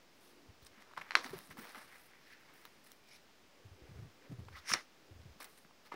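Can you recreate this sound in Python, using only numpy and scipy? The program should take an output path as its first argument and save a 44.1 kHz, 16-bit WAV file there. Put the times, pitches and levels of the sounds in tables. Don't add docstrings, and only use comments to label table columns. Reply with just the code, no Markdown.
import sys
import numpy as np
from scipy import signal
from scipy.fft import rfft, irfft
from scipy.io import wavfile
from scipy.ndimage import uniform_filter1d

SR = 44100
rng = np.random.default_rng(int(sys.argv[2]) if len(sys.argv) > 2 else 0)


def volts_from_decibels(level):
    exponent = np.asarray(level, float) / 20
    return 10 ** exponent


def transcribe(signal):
    frames = np.atleast_2d(signal).T
    limited = np.clip(frames, -1, 1)
    pcm = np.round(limited * 32767).astype(np.int16)
    wavfile.write(sys.argv[1], SR, pcm)


N = 262395

# hz, width_hz, level_db
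SLOW_BENDING = [(816, 1300, 4.9), (1200, 600, 7.8)]
QUICK_BENDING = [(1880, 820, 12), (2190, 370, -7)]
FREE_EDGE = [(3300, 900, -3), (3990, 1080, 2.5), (5270, 1140, 1.5), (6660, 9200, -27)]
FIBRES = [(8950, 1700, -2.5), (10300, 2600, -3.5), (12000, 2000, -2), (13700, 1800, -9.5),
          (15500, 1600, -1)]
RIM_FIBRES = [(9550, 1500, 0), (8400, 620, -7)]


def unit(x):
    return x / np.sqrt(np.mean(x ** 2))


def unit_peak(x):
    return x / np.abs(x).max()


def highpass(x, hz):
    return signal.sosfilt(signal.butter(2, hz, "high", fs=SR, output="sos"), x)


def ring(x, hz, width_hz):
    return signal.lfilter(*signal.iirpeak(hz, hz / width_hz, fs=SR), x)


def body(x, modes):
    out = 0
    for hz, width_hz, db in modes:
        wide_hz = 1.39 * width_hz
        out = out + volts_from_decibels(db) * ring(ring(x, hz, wide_hz), hz, wide_hz)
    return out


def walk(rate_hz):
    hold = int(SR / rate_hz)
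    levels = np.repeat(rng.standard_normal(N // hold + 1), hold)
    return 1.19 * uniform_filter1d(levels, hold)[:N]


def add(out, start_s, sound):
    i = int(start_s * SR)
    out[i:i + len(sound)] += sound[:N - i]


def damped(hz, t60_s, wobble, rise_s=0.00033, sag=0.):
    t = np.arange(len(wobble)) / SR
    pitch_hz = hz * (1 + sag * np.exp(-8 * t / t60_s))
    phase = np.cumsum(2 * np.pi * pitch_hz / SR + wobble)
    onset = 1 - np.exp(-(t / rise_s) ** 2)
    return unit_peak(np.sin(phase) * onset * np.exp(-np.log(1000) * t / t60_s))


def strokes(rows):
    step, rounding = 16, 1.5
    t = np.arange(0, N, step) / SR
    out = np.zeros((2, len(t)))
    for peak_s, rise_s, fall_s, db, bright_db in rows:
        before = (peak_s - t) / max(rise_s, .002)
        after = (t - peak_s) / max(fall_s, .002)
        away = np.where(t < peak_s, before, after)
        pair = volts_from_decibels(np.array([[0], [bright_db]]))
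        out = np.maximum(out, volts_from_decibels(db - 20 * away ** rounding) * pair)
    return np.repeat(out, step, axis=1)[:, :N]


def hiss():
    # hz, level_db (per Hz)
    spectrum = [(26, -27), (45, -7), (53, -3.5), (90, -7), (265, 0), (693, -4), (804, -5.5), (1110, -6.5),
                (2150, -8), (4290, -12.5), (4970, -11), (8550, -22.5), (13000, -26.5), (15100, -21),
                (16200, -23)]
    level_db = -65.5
    hz, db = np.transpose(spectrum)
    f = np.maximum(np.fft.rfftfreq(N, 1 / SR), 1)
    shape = volts_from_decibels(np.interp(np.log(f), np.log(hz), db))
    noise = irfft(rfft(rng.standard_normal(N)) * shape, N)
    whine = volts_from_decibels(-100) * unit(ring(rng.standard_normal(N), 14700, 200))
    return volts_from_decibels(level_db + .5 * walk(6.5)) * unit(noise) + whine


def slide():
    # peak_s, rise_s (20 dB), fall_s (20 dB), slow_db, quick_re_slow_db
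    bends = [(0.666, .03, .025, -68, -4), (0.81, .15, .08, -69, 3), (0.93, .2, .02, -65, -12),
             (0.985, .015, .04, -53, -8), (1.017, .006, .015, -49, -3), (1.04, .05, .2, -60, -1),
             (1.138, .01, .08, -56, -1), (1.165, .01, .045, -42, -3), (1.2, .05, .2, -53, -5),
             (1.25, .03, .07, -49, -6), (1.35, .3, .15, -58, -5), (1.508, .006, .05, -58, 0),
             (1.572, .002, .1, -53, -6), (1.61, .04, .35, -58, -3), (1.748, .002, .16, -53, -4),
             (1.95, .3, .2, -66, 2), (2.13, .04, .2, -71, 6), (2.33, .2, .2, -76, 14),
             (2.54, .3, .3, -70, 2), (2.653, .003, .03, -61, -5)]
    # peak_s, rise_s, fall_s, slow_db, quick_re_slow_db
    corner_bends = [(0.27, .15, .4, -79, -4), (2.89, .1, .1, -78, 9), (3.168, .1, .04, -80, 8),
                    (3.93, .3, .15, -74, 2), (4.26, .1, .1, -74, 4), (4.53, .02, .2, -66, 3),
                    (4.568, .06, .06, -63, 3), (4.67, .08, .2, -66, 5), (4.705, .05, .07, -52, 10),
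                    (4.748, .01, .065, -45, 2), (5.403, .002, .12, -58, -3), (5.447, .015, .03, -66, 4),
                    (5.578, .015, .025, -69, -7), (5.87, .05, .03, -69, -3), (5.921, .005, .2, -54, -2)]
    # peak_s, rise_s, fall_s, edge_db, fibre_re_edge_db
    drags = [(0.98, .012, .03, -62, -14), (1.016, .01, .04, -70, -4), (1.124, .02, .04, -63, -25),
             (1.162, .008, .075, -46, -30), (1.168, .003, .005, -50, -8), (1.245, .015, .045, -51, -9),
             (1.386, .35, .15, -64, -2), (1.51, .015, .05, -65, -1), (1.573, .003, .5, -65, 2),
             (1.747, .006, .2, -62, 0), (1.78, .3, .04, -67, 1), (1.93, .04, .3, -73, 1),
             (2.06, .3, .04, -74, 5), (2.24, .02, .4, -71, -14), (2.33, .25, .05, -72, -2),
             (4.535, .02, .15, -67, -9), (4.59, .1, .02, -62, -9), (4.68, .02, .1, -56, -10),
             (4.706, .04, .05, -46, -6), (4.74, .003, .01, -38, -16), (4.755, .015, .08, -54, -14)]
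    # peak_s, rise_s, fall_s, edge_db, fibre_re_edge_db
    rubs = [(0.215, .01, .3, -80, 3), (0.275, .15, .15, -74, 4), (0.628, .015, .03, -69, -3),
            (0.669, .015, .012, -61, -4), (0.824, .04, .015, -69, -3), (2.4, .02, .1, -79, 4),
            (2.536, .005, .33, -76, 5), (2.653, .003, .03, -65, -6), (2.842, .004, .22, -74, 6),
            (2.917, .003, .03, -66, -2), (3.09, .03, .2, -71, -8), (3.163, .08, .02, -64, -8),
            (5.403, .002, .07, -60, 1), (5.447, .008, .02, -59, -1), (5.5, .08, .18, -77, 8),
            (5.578, .015, .02, -67, 2), (5.865, .04, .05, -70, -3)]
    # peak_s, rise_s, fall_s, rim_db, fibre_re_rim_db
    scrapes = [
        (4.666, -0.01, 0.15, -53, -18),
        (4.705, 0.0426, 0.0751, -40.5, -9),
        (4.73, 0.01, 0.0186, -36.5, -14),
        (4.7375, -0.0126, -0.0157, -22, -10),
        (4.755, 0.06, 0.0848, -58, -12),
        (3.163, -0.26, -0.13, -68, -6),
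    ]
    # hz, width_hz, level_db
    rim = [(5500, 990, 6), (6200, 410, -15)]
    slips_per_s, spread_db, patchy_db = 6000, 1.6, 1.5
    wander_db, wander_per_s = 2.5, 14

    pressure_db = patchy_db * walk(110)
    hits = rng.random(N) < slips_per_s / SR
    sizes = hits * volts_from_decibels(spread_db * rng.exponential(size=N))
    slip_level = uniform_filter1d(sizes, size=24) + 0.12
    gains = np.vstack([strokes(bends + corner_bends), strokes(drags + rubs), strokes(scrapes)])
    gains = uniform_filter1d(gains, size=60)
    parts = (SLOW_BENDING, QUICK_BENDING, FREE_EDGE, FIBRES, rim, RIM_FIBRES)
    out = np.zeros(N)
    for gain, modes in zip(gains, parts):
        slips = slip_level * rng.standard_normal(N)
        flicker = volts_from_decibels(pressure_db + 0.82 * walk(24.92))
        sound = np.zeros(N)
        for mode in modes:
            drift_db = wander_db * walk(wander_per_s) * (mode[0] > 7000)
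            signs = rng.choice([-1, 1], N)
            sound += volts_from_decibels(drift_db) * body(slips * signs, [mode])
        out += gain * unit(flicker * sound)
    return out


def brushes():
    # peak_s, rise_s (20 dB), fall_s (20 dB), low_db, upper_re_low_db
    wool_strokes = [(0.36, .3, .3, -70, -3), (1.17, .015, .07, -57, -3), (1.6, .25, .2, -65, -4),
                    (3.62, .15, .15, -71, -1), (3.84, .2, .15, -68, 0), (3.97, .08, .1, -67, 0),
                    (4.26, .1, .12, -70, 2), (4.41, .08, .08, -68, 0), (4.74, .04, .08, -61, -4),
                    (5.12, .2, .25, -70, -1), (5.41, .03, .05, -75, 2)]
    # hz, width_hz, level_db
    wool_low = [(290, 110, 0)]
    # hz, width_hz, level_db
    wool_upper = [(430, 150, 0)]
    grain = volts_from_decibels(2.5 * walk(40))
    out = np.zeros(N)
    for gain, modes in zip(strokes(wool_strokes), (wool_low, wool_upper)):
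        out += gain * unit(body(grain * rng.standard_normal(N), modes))
    return out


def grip():
    # start_s, peak_db, pitch_hz
    jolts = [(0.483, -52, 79), (0.51, -60, 79.6), (0.62, -57, 57.3), (0.698, -67, 67.6), (1.302, -52, 136),
             (1.348, -49, 150), (1.488, -57, 140), (3.646, -48.5, 86), (3.709, -50, 77), (3.815, -51, 64),
             (3.885, -51, 97), (3.909, -48, 102), (3.95, -46, 60), (3.982, -43.5, 92.6), (4.019, -45, 83),
             (4.046, -49.5, 113), (4.293, -45.5, 106.5), (4.314, -40, 113), (4.383, -42, 79),
             (4.416, -47.5, 80), (4.458, -50.5, 88), (4.5, -52.5, 88), (4.528, -50.5, 56.7),
             (4.578, -57, 69), (5.105, -49.5, 85.2), (5.15, -52, 82.3), (5.188, -51, 68.5),
             (5.226, -61.5, 93), (5.25, -48, 91), (5.288, -52.5, 58.6)]
    out = np.zeros(N)
    for start_s, db, hz in jolts:
        wobble = 0.044 * rng.standard_normal(16384)
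        add(out, start_s, volts_from_decibels(db + 0.6) * damped(hz, 0.14, wobble, rise_s=0.0053, sag=0.34))
    return highpass(out, 34)


def cracks():
    # start_s, peak_db, panel_hz, edge_re_peak_db
    buckles = [(0.912, -50, 1200, -20), (0.936, -45, 1390, -35), (0.972, -39, 1090, -34),
               (0.975, -35, 1540, -30), (0.977, -31, 994, -34), (0.98, -40, 1340, -30),
               (0.999, -42, 1200, -24), (1.012, -40, 1510, -26), (1.0152, -36, 1860, -20),
               (1.0203, -45, 1000, -20), (1.074, -56, 1230, -19), (1.1575, -28.5, 990, -25),
               (1.166, -43, 1480, -11), (1.1705, -29.5, 1150, -22), (1.176, -38, 1090, -20),
               (1.188, -39, 1000, -20), (1.191, -42, 1600, -14), (1.241, -45, 1510, -14),
               (1.244, -34.5, 1900, -8), (1.261, -40, 826, -28), (1.295, -44.5, 1850, -2),
               (1.37, -46, 1000, -19), (1.5702, -44, 1070, -20), (1.7467, -39.5, 1200, -14),
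               (1.798, -56, 1963, -14), (4.484, -42, 900, -26), (4.488, -46, 1500, -20),
               (4.673, -46, 1320, -10), (4.686, -41, 2120, -8), (4.7003, -35, 1190, -5),
               (4.7061, -39, 1100, -10), (4.722, -29, 2520, -12), (4.742, -32, 1120, -20),
               (4.747, -33, 1200, -18), (4.717, -22, 1410, -18), (4.7376, -21.5, 1900, -30),
               (4.7395, -24.5, 2200, -25), (5.404, -43.5, 1390, -4), (5.422, -42.5, 1860, -13),
               (5.648, -52, 1200, -18), (5.709, -54.5, 750, -12), (5.921, -55, 2100, -19),
               (5.943, -55, 1810, -8), (5.93, -52, 1030, -18), (5.941, -41, 680, -20)]
    # start_s, panel_db, edge_db, fibre_db
    ticks = [(0.649, -70, -63, -44), (0.667, -54, -47, -51), (0.823, -46, -56, -50), (1.389, -44, -42, -34),
             (1.082, -75, -70, -55), (1.246, -55, -52, -48), (1.382, -70, -60, -40), (1.503, -70, -66, -41),
             (1.473, -55, -58, -42), (1.595, -49, -50, -41), (1.625, -57, -59, -41),
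             (1.693, -63, -47.5, -56), (2.653, -43.5, -43.5, -35.5), (2.865, -76, -57, -47),
             (3.043, -82, -70, -54), (3.074, -80, -64, -51.5), (3.089, -80, -66, -51),
             (5.429, -74, -57, -33), (1.72, -70, -59, -41), (2.918, -52, -45, -35.5),
             (4.451, -58, -52, -69), (4.717, -60, -29, -30), (5.217, -58, -52, -67), (5.422, -63, -54, -41),
             (5.444, -49, -50, -30), (5.577, -58, -57, -51)]
    swings, buckle_fibre_db = 5.2, -1
    tick_hz, tick_t60_s = 1500, 0.0014

    events = []
    for start_s, db, hz, edge in buckles:
        events.append((start_s, db, hz, db + edge, db + edge + buckle_fibre_db, swings / hz))
    for start_s, db, edge_db, fibre_db in ticks:
        events.append((start_s, db, tick_hz, edge_db, fibre_db, tick_t60_s))

    out, t = np.zeros(N), np.arange(2048) / SR
    for start_s, db, hz, edge_db, fibre_db, t60_s in events:
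        t60_s = max(t60_s, .001)
        chance = rng.standard_normal((4, len(t)))
        sound = volts_from_decibels(db) * damped(hz, t60_s, 0.133 * chance[0], rise_s=0.0012)
        shake = body(chance[1] * np.exp(-t / (.5 * t60_s)), SLOW_BENDING + QUICK_BENDING)
        edge = body(chance[2] * np.exp(-t / 0.00023), FREE_EDGE)
        tick = body(chance[3] * np.exp(-t / 0.00016), FIBRES)
        sound += volts_from_decibels(db - 8.0) * unit_peak(shake)
        sound += volts_from_decibels(edge_db + 0.5) * unit_peak(edge)
        sound += volts_from_decibels(fibre_db - 7.0) * unit_peak(tick)
        add(out, start_s, sound)
    return highpass(out, 500)


def chatters():
    # peak_s, rise_s (20 dB), fall_s (20 dB), level_db, pitch_hz
    rattles = [(3.16, .15, .03, -63, 2300), (3.155, .12, .035, -65, 5100), (3.155, .08, .03, -67, 3800),
               (3.155, .06, .025, -70, 10200), (4.567, .03, .04, -55, 1320), (4.559, .04, .05, -58, 1850),
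               (4.53, .015, .03, -65, 1500), (4.703, .012, .02, -44, 1200), (4.7372, .003, .005, -33, 5600),
               (1.1545, .002, .01, -27, 1100), (1.156, .002, .02, -38, 3500), (0.668, .012, .008, -62, 8700),
               (0.65, .003, .004, -60, 8700), (1.265, .02, .04, -58, 4200), (4.72, .04, .07, -52, 3000),
               (4.79, .05, .06, -62, 5500), (1.245, .012, .006, -46, 1800), (1.263, .006, .012, -50, 850),
               (0.978, .008, .015, -46, 1100)]
    q = 6
    out = np.zeros(N)
    slips = volts_from_decibels(3.0 * walk(300)) * rng.standard_normal(N)
    for peak_s, rise_s, fall_s, db, hz in rattles:
        first = int((peak_s - .2) * SR)
        part = slice(first, first + SR // 2)
        gain = strokes([(peak_s, rise_s, fall_s, db, 0)])[0]
        out[part] += gain[part] * unit(body(slips[part], [(hz, hz / q, 0)]))
    return out


def flaps():
    # start_s, peak_db, pitch_hz, t60_s
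    landings = [(0.775, -59, 196, 0.11), (0.975, -59, 165, 0.3), (1.153, -51, 465, 0.092),
                (1.187, -50, 446, 0.075), (1.249, -46, 240, 0.077), (1.287, -51.5, 277, 0.029),
                (1.331, -37.5, 399, 0.055), (1.377, -54.5, 199, 0.14), (1.506, -50, 177, 0.057),
                (1.583, -45.5, 224, 0.1), (1.621, -58, 179, 0.12), (1.772, -55, 230, 0.06),
                (4.481, -53, 450, 0.035), (4.712, -44.5, 177.5, 0.15), (4.737, -42.5, 343, 0.074),
                (5.356, -57.5, 207, 0.08), (5.649, -55.5, 180, 0.033), (5.919, -51.5, 473, 0.035),
                (5.939, -44.5, 364, 0.023)]
    # start_s, peak_db, pitch_hz, t60_s
    knocks = [
        (4.309, -46, 260, 0.064),
        (4.391, -44.5, 195, 0.072),
        (5.917, -40, 923, 0.032),
        (5.919, -41.5, 1200, 0.021),
        (5.93, -47, 1120, .025),
    ]
    out = np.zeros(N)
    for start_s, db, hz, t60_s in landings + knocks:
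        wobble = 0.063 * rng.standard_normal(8192)
        add(out, start_s, volts_from_decibels(db) * damped(hz, max(t60_s, .01), wobble, rise_s=0.0031))
    return out


def snaps():
    # start_s, peak_db, edge_db, edge_hz, edge_t60_s
    creases = [
        (0.9645, -42.5, -60, 4300, .012),
        (1.0907, -43, -63.5, 4060, .015),
        (1.107, -24.5, -41.5, 4050, 0.029),
        (1.118, -29, -46, 4030, .02),
        (1.13, -39, -63, 4090, 0.014),
        (1.135, -44.5, -63, 4050, .015),
        (1.152, -5.3, -21, 4090, 0.022),
        (4.7366, -25, -31.5, 3990, 0.025),
        (4.735, -34, -30, 5500, 0.017),
    ]
    flip_hz = 1800
    out, t = np.zeros(N), np.arange(2048) / SR
    for start_s, db, edge_db, edge_hz, t60_s in creases:
        u = (np.pi * flip_hz * (t - .0015)) ** 2
        flip = -(1 - 2 * u) * np.exp(-.8 * u)
        bent_t = t - 1.36 * 0.00062 * np.exp(-t / 0.00058)
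        onset = 1 - np.exp(-(t / 0.00052) ** 2)
        beating = 1 + .5 * np.cos(2 * np.pi * 240 * (t - .002))
        whip = np.sin(2 * np.pi * edge_hz * bent_t) * onset * volts_from_decibels(-60 * t / t60_s) * beating
        whip = np.roll(whip, shift=40)
        shaking = rng.standard_normal(len(t)) * np.exp(-t / 0.0028)
        rattle = body(shaking, SLOW_BENDING + QUICK_BENDING[1:])
        tick = body(rng.standard_normal(len(t)) * np.exp(-t / .0003), FREE_EDGE + RIM_FIBRES)
        add(out, start_s + .002, volts_from_decibels(db - 16.0) * unit_peak(rattle))
        add(out, start_s + 0.00079, volts_from_decibels(db - 23.5) * unit_peak(tick))
        add(out, start_s, volts_from_decibels(db) * flip + volts_from_decibels(edge_db + 1.0) * whip)
    return highpass(out, 500)


def pops():
    # start_s, peak_db, pitch_hz
    settling = [(1.2374, -44, 10800), (1.2428, -47, 9000), (1.3336, -55, 11200), (1.3461, -51, 15300),
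                (1.382, -43, 12000), (1.3905, -51, 8050), (1.3891, -35, 11900), (1.4728, -52, 11900),
                (1.5023, -52, 11600), (1.5112, -53, 15200), (1.5711, -54, 10700), (1.5931, -47, 9610),
                (1.611, -48, 10100), (1.6935, -47, 10300), (1.7467, -48, 11000), (1.7766, -50, 10500),
                (1.9103, -60, 8630), (1.983, -50.5, 9190), (2.0131, -51, 12000), (2.1119, -56, 8900)]
    # start_s, peak_db, pitch_hz
    catching = [(5.4016, -49, 15500), (5.4016, -42, 11500), (5.4174, -47, 8910), (5.4264, -42, 8870),
                (5.4324, -47, 10500), (5.4445, -42, 8310), (5.8516, -61, 9320), (5.8604, -64, 9040),
                (5.8711, -66, 9540), (5.8711, -58, 9070)]
    out, t = np.zeros(N), np.arange(256) / SR
    for start_s, db, hz in settling + catching:
        burst = rng.standard_normal(len(t)) * np.exp(-t / .0004)
        click = body(burst, [(min(hz, 15000), 2700, 0)])
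        add(out, start_s, volts_from_decibels(db - 3) * unit_peak(click))
    return out


def room(x):
    t60_s, treble_t60_s, echo_db = 0.15, 0.079, -17.5
    t = np.arange(SR // 2) / SR
    noise = rng.standard_normal(len(t))
    low = signal.lfilter(*signal.butter(1, 3000, fs=SR), noise)
    tail = low * volts_from_decibels(-60 * t / t60_s) + (noise - low) * volts_from_decibels(-60 * t / treble_t60_s)
    tail *= 1 - np.exp(-(t / 0.00041) ** 2)
    tail /= np.sqrt(np.sum(tail ** 2))
    return x + volts_from_decibels(echo_db) * signal.fftconvolve(x, tail)[:N]


def scene():
    paper = snaps() + cracks() + slide() + pops() + flaps()
    return (room(paper + brushes() + chatters()) + grip() + hiss())[None]


def band_limit(x):
    return signal.sosfilt(signal.butter(12, 16380, fs=SR, output="sos"), x)


def record(dry):
    low_hz, top_hz, offset = 40.8, 15770, -0.00034
    x = highpass(dry, low_hz)
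    x = signal.sosfilt(signal.ellip(12, .3, 60, top_hz, fs=SR, output="sos"), x)
    return band_limit(x + offset)


dry = scene()
out = record(dry)
transcribe(out)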